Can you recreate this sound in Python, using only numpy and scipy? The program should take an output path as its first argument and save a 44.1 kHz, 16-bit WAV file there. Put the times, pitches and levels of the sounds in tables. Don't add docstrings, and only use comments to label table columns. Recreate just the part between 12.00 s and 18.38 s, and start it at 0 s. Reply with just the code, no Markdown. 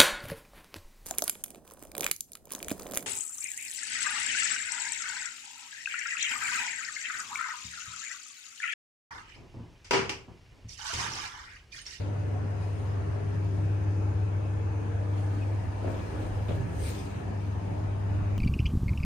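import sys
import numpy as np
from scipy import signal
from scipy.fft import rfft, irfft, next_fast_len
from scipy.io import wavfile
from scipy.ndimage import uniform_filter1d, map_coordinates

SR = 44100
rng = np.random.default_rng(int(sys.argv[2]) if len(sys.argv) > 2 else 0)


def persist_wave(psi):
    counts = np.round(np.clip(psi, -1, 1) * 32767).astype(np.int16)
    wavfile.write(sys.argv[1], SR, np.atleast_2d(counts).T)


N = 281358
TIME = np.arange(N) / SR
HALF = np.array([[.5], [-.5]])

# time in seconds, share of the way from mid-cabin to the panel (0 to 1).
WALK_SHARE = [(0, 0.31), (3.4, 0.059), (5, 0.82), (6.38, 1)]

# frequency in Hz, relative density in dB per Hz.
RUMBLE_COLOUR = [(12, -55), (22, -24), (40, -11.5), (64, -6.5), (80, 4), (100, -5.5), (115, -1), (130, -7),
                 (155, -7.5), (200, -17), (280, -26), (420, -62)]
# time in seconds, gain in dB.
DEEP_GAIN = [(0, 0), (2, -1), (3.2, 0), (4.1, 8), (4.7, 4.5), (5.2, 2), (6.38, 5)]
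# frequency in Hz, relative density in dB per Hz.
AIR_COLOUR = [(120, -67), (200, -7), (300, -5), (420, -10), (690, -12), (900, -13.5), (1080, -17.5),
              (1450, -20.5), (1600, -21.5), (1720, -19.5), (1850, -23), (2050, -26.5), (2260, -25),
              (2380, -27.5), (2500, -25), (2650, -27), (3400, -37), (6800, -41), (9800, -39.5),
              (14500, -56.5)]
# time in seconds, level in dB.
AIR_LEVEL = [(0, -45), (.8, -44), (1.95, -44), (2.3, -45), (3.07, -44), (3.55, -44.5), (3.95, -42),
             (4.06, -42), (4.3, -43.5), (4.9, -43), (5.4, -43.5), (6.38, -44.5)]
RUMBLE_DB, BRIGHT_DB = (-39, -38.5), (-1, -3.5)
SHUDDER_S, SHUDDER_RISE_S, SHUDDER_HOLD_S, SHUDDER_FALL_S = 4.48, .03, .2, .12
SHUDDER_DB, SHUDDER_FROM_HZ = 10.5, 124

# frequency in Hz,
# width in Hz, level in dB, strongest moment in seconds, spread of the swell in seconds.
CABIN_MODES = [(178, 8.9, -52, 4.6, 4.3), (225.7, 10, -53, 6, 1.7), (293, 3, -51, 4.2, 0.12),
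               (303, 2.92, -48, 3.25, 0.2), (313, 5, -46, 1.85, 0.7), (331, 4.9, -56.5, 2.7, 0.27),
               (387.4, 11, -52.5, 2.04, 0.64), (392, 5.7, -42.5, 4.62, 0.045), (421.5, 6.2, -53, 1.44, 1.3),
               (459, 3.5, -52, 3.05, 0.38), (476.6, 3.2, -57.5, 1.7, 1.8), (587, 21, -65, 2.6, 3.2),
               (631, 38, -66, 1.9, 3.2), (906, 50, -59.5, 6, 0.33), (2240, 29, -70, 1.5, 2)]

HUM_HZ = 99.87
HUM_PAN_DB = (3.5, 3.5)
# time in seconds, level in dB.
HUM_LEVEL = [(0, -33), (.7, -31.5), (1.22, -32), (1.45, -29), (2, -28), (2.7, -31.5), (3.14, -30),
             (3.52, -30.5), (3.75, -36.5), (3.89, -32), (4.1, -43.5), (4.23, -34), (4.48, -32.5),
             (4.56, -29), (4.62, -38.5), (4.78, -34.5), (4.97, -41.5), (5.19, -40.5), (5.38, -33.5),
             (5.51, -31), (5.62, -35), (5.92, -30.5), (6.38, -28.5)]
# multiple of the hum, level in dB and left-channel phase lead in radians at mid-cabin,
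# then level in dB and lead in radians at the panel.
HUM_OVERTONES = [(2, -76.5, .4, -47, .2), (3, -57.5, 2.5, -54.5, 0.26), (4, -56.5, 2.16, -52.5, 1.42),
                 (5, -67.5, 2.6, -78.5, 1.1), (6, -62, 4.2, -51.5, 2.9)]

# frequency in Hz, relative density in dB per Hz.
RUB_COLOUR = [(1000, -46), (1400, -16.5), (2200, -7.5), (4000, -11), (6000, -16), (9000, -7), (11000, -14),
              (13500, -13), (15500, -10.5)]
# start of hold in seconds, hold in seconds, level in dB,
# coarseness (gain below 5 kHz) in dB.
RUB_STROKES = [(0, 0.024, -69, 17.5), (.63, 0.27, -64.5, 6.5), (1.32, 0.37, -70, 8),
               (3.15, 0.23, -62.5, 5.5), (3.5, .3, -67.5, 3.5), (3.9, 0.68, -59.5, 1.5),
               (4.857, 0.036, -44, -4), (4.96, 0.039, -60, 7), (5.04, 0.13, -64.5, 9), (5.3, 0.22, -69, 4),
               (5.42, 0.07, -74, 3), (5.6, .8, -68, 5)]
RISE_DB_PER_S, FALL_DB_PER_S = 130.5, 117

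# start in seconds, length in seconds, first pitch in Hz, last pitch in Hz, level in dB.
SOLE_SQUEAKS = [(3.409, 0.038, 2590, 2440, -50.5)]

# start in seconds, level in dB, thud over it in dB, heel tick over it in dB.
FOOT_CONTACTS = [(3.822, -46.5, -14, -28), (3.843, -38, -14.5, -33), (3.856, -37.5, -8, -30),
                 (3.878, -37.5, -8, -41), (3.897, -45.5, -12, -38), (3.927, -45.5, 15, -29),
                 (3.942, -44.5, 4.5, -14), (3.99, -40, -10, -17), (4.484, -42, -10, -9.5),
                 (4.492, -36.5, -1, -26), (4.507, -39, 9, -27), (4.519, -42, 7, -18),
                 (4.547, -45.5, 9, -20), (4.565, -48, 22, -26), (4.6, -46, 1, -28)]
# frequency in Hz, width in Hz, relative level in dB.
PLATE_MODES = [(173, 41, 1.5), (298, 76, 2.5), (403, 80, 0.5), (518, 145, 0.5), (642, 170, -0.5),
               (1130, 980, -15)]
STEP_T60_S, STEP_ATTACK_S, STRIKE_DB = 0.14, 0.00035, 44
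THUD_HZ, THUD_T60_S, THUD_ATTACK_S = 103.4, 0.11, 0.0072

# frequency in Hz, left-right likeness (1 same, -1 opposite).
LIKENESS = [(12, 0.95), (100, 1), (160, 1), (220, 0.39), (350, 0.38), (600, 0.17), (1500, -0.15),
            (3000, 0.19), (10800, -0.22), (11600, 0.56), (12000, 0.98)]
# frequency in Hz, left over right in dB.
STEREO_TILT = [(60, -1.5), (180, -1.5), (550, 2.5), (1650, 1), (4970, 8.5), (9000, -1.5), (12000, -1)]
# frequency in Hz, gain in dB.
TREBLE_COLOUR = [(5000, 0.5), (5230, 5.5), (5360, -3.5), (5800, -1), (6050, 5), (7050, 2.5), (7300, -9),
                 (7800, -2), (8000, -1.5), (10000, -3), (10500, -13.5), (11500, -11), (13500, -9),
                 (15600, -17)]
TOP_HZ = 15612


def amp(db):
    return 10 ** (np.asarray(db) / 20)


def unit(x):
    return x / np.sqrt(np.mean(x ** 2) + 1e-20)


def along(points, hz):
    f, v = np.transpose(points)
    return np.interp(np.log(hz + 1), np.log(f + 1), v)


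def curves(rows):
    s, *cols = np.transpose(rows)
    return [np.interp(TIME, s, c) for c in cols]


def wobble(rate):
    knots = rng.standard_normal(int(N * rate / SR) + 4)
    return map_coordinates(knots, [TIME * rate])


def walking(middle, panel):
    (walked,) = curves(WALK_SHARE)
    return middle + (panel - middle) * walked


def filtered(x, response):
    m = next_fast_len(N + SR // 2)
    return irfft(rfft(x, m) * response(np.fft.rfftfreq(m, 1 / SR)), m)[..., :N]


def low_part(x, hz):
    return filtered(x, lambda f: 1 / (1 + (f / hz) ** 4))


def high_part(x, hz, power):
    return filtered(x, lambda f: 1 / (1 + (hz / (f + 1)) ** power))


def resonances(modes):
    def response(f):
        total = 0
        for k, (centre, width, db) in enumerate(modes):
            damping = 1j * f * width
            total = total + (-1) ** k * amp(db) * damping / (centre * centre - f * f + damping)
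        return total
    return response


def diffuse(response, patchy_db=0, envelope=1):
    z = signal.stft(rng.standard_normal((2, N)), nperseg=512)[2]
    patches = rng.standard_normal(z.shape[1:])
    patches = uniform_filter1d(uniform_filter1d(patches, 5, 0), 16, 1)
    patchy = z * amp(patchy_db * unit(patches))
    pair = unit(signal.istft(patchy, nperseg=512)[1][:, :N])

    def colour(hz):
        turn = np.arccos(np.clip(along(LIKENESS, hz), -1, 1)) / 2
        return response(hz) * np.array([np.cos(turn), np.sin(turn)])

    mid_response = colour(np.arange(0, SR / 2, .5))[0]
    scale = np.sqrt(np.mean(np.abs(mid_response) ** 2))
    mid, side = filtered(pair * envelope / scale, colour)
    return np.array([mid + side, mid - side])


def comb(x, depth_db):
    z = signal.stft(x, nperseg=4096)[2]
    field = uniform_filter1d(uniform_filter1d(rng.standard_normal(z.shape), 3, 1), 24, 2)
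    gain = amp(depth_db * unit(field))
    return signal.istft(z * unit(gain), nperseg=4096)[1][:, :N]


def rail_rumble():
    level_db = walking(*RUMBLE_DB) + 0.43 * wobble(3.2) + 0.59 * wobble(5)
    rumble = amp(level_db) * diffuse(lambda hz: amp(along(RUMBLE_COLOUR, hz)), patchy_db=0.6)
    (deep_db,) = curves(DEEP_GAIN)
    shudder_times = SHUDDER_S + np.cumsum([0, SHUDDER_RISE_S, SHUDDER_HOLD_S, SHUDDER_FALL_S])
    shudder = np.interp(TIME, shudder_times, [0, 1, .8, 0])
    deep = low_part(rumble, 60)
    upper = high_part(rumble, SHUDDER_FROM_HZ, 8)
    return rumble + (amp(deep_db) - 1) * deep + (amp(SHUDDER_DB * shudder) - 1) * upper


def ventilation():
    (level_db,) = curves(AIR_LEVEL)
    colour = lambda hz: amp(along(AIR_COLOUR, hz))
    air = amp(level_db + 0.3 * wobble(4.05)) * diffuse(colour, patchy_db=1.44)
    treble = high_part(air, 2000, 4)
    return air + (amp(walking(*BRIGHT_DB)) - 1) * treble


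def cabin_modes():
    out = np.zeros((2, N))
    for hz, width, db, strongest, spread in CABIN_MODES:
        phase = 2 * np.pi * hz * TIME + HALF * hz / 500
        swell = amp(db) * np.exp(-.5 * ((TIME - strongest) / spread) ** 2)
        steady = (1 + .28 * wobble(width)) * np.cos(phase)
        noisy = .3 * wobble(width) * np.sin(phase)
        out += swell * (steady + noisy)
    return out


def hum():
    (level_db,) = curves(HUM_LEVEL)
    phase = 2 * np.pi * HUM_HZ * TIME + 0.16 * wobble(7)
    pan_db = HALF * walking(*HUM_PAN_DB)
    tone = amp(level_db + 0.77 * wobble(14) + pan_db) * np.sin(phase)
    for multiple, middle_db, middle_lead, panel_db, panel_lead in HUM_OVERTONES:
        db = walking(middle_db, panel_db) + 3 * wobble(3.5)
        lead = HALF * walking(middle_lead, panel_lead)
        tone += amp(db) * np.sin(multiple * phase + lead)
    return np.sqrt(2) * tone


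def rubbing():
    start, held, db, coarse_db = np.transpose(RUB_STROKES)[..., None]
    rise = RISE_DB_PER_S * np.maximum(start - TIME, 0)
    fall = FALL_DB_PER_S * np.maximum(TIME - start - held, 0)
    strokes = amp(db - rise - fall)
    level = strokes.sum(axis=0) + 1e-12
    coarse = (amp(coarse_db) * strokes).sum(axis=0) / level
    grains = level * amp(1.2 * wobble(45))
    rub = diffuse(lambda hz: amp(along(RUB_COLOUR, hz)), 2.9, grains)
    return rub + (coarse - 1) * low_part(rub, 5000)


def squeaks():
    out = np.zeros(N)
    for start, length, from_hz, to_hz, db in SOLE_SQUEAKS:
        u = np.clip((TIME - start) / length, 0, 1)
        glide = from_hz + (to_hz - from_hz) * u * u * (3 - 2 * u)
        swell = np.sqrt(np.abs(np.sin(np.pi * u))) * (u < 1)
        out += amp(db) * swell * np.sin(2 * np.pi * np.cumsum(glide) / SR)
    return out * amp([[1.2], [-1.2]])


def steps():
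    body, thud, tick, strikes = np.zeros((4, N))
    for start, db, thud_db, tick_db in FOOT_CONTACTS:
        t = np.maximum(TIME - start, 0)
        blow = amp(db - 60 * t / STEP_T60_S) * (1 - np.exp(-t / STEP_ATTACK_S))
        body += blow
        tick += amp(tick_db) * blow
        sway = amp(db + thud_db - 60 * t / THUD_T60_S) * (1 - np.exp(-t / THUD_ATTACK_S))
        thud += sway * np.sin(2 * np.pi * THUD_HZ * t)
        strikes[round(start * SR)] = amp(db + STRIKE_DB)
    plate = lambda f: resonances(PLATE_MODES)(f) / (1 + 1j * f / 1800) ** 2
    heel = lambda f: resonances([(2900, 2600, 0)])(f) ** 2 / (1 + (f / 4600) ** 6)
    ringing = filtered(strikes, plate) + diffuse(plate, envelope=body)
    return ringing + thud + diffuse(heel, envelope=tick)


def scene():
    travel = comb(rail_rumble() + ventilation(), depth_db=2.5)
    return travel + cabin_modes() + hum() + rubbing() + squeaks() + steps()


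def record(dry):
    def response(hz):
        gain_db = along(TREBLE_COLOUR, hz) + along(STEREO_TILT, hz) * HALF
        return amp(gain_db) * (hz < TOP_HZ)
    return filtered(dry, response)


dry = scene()
out = record(dry)
persist_wave(out)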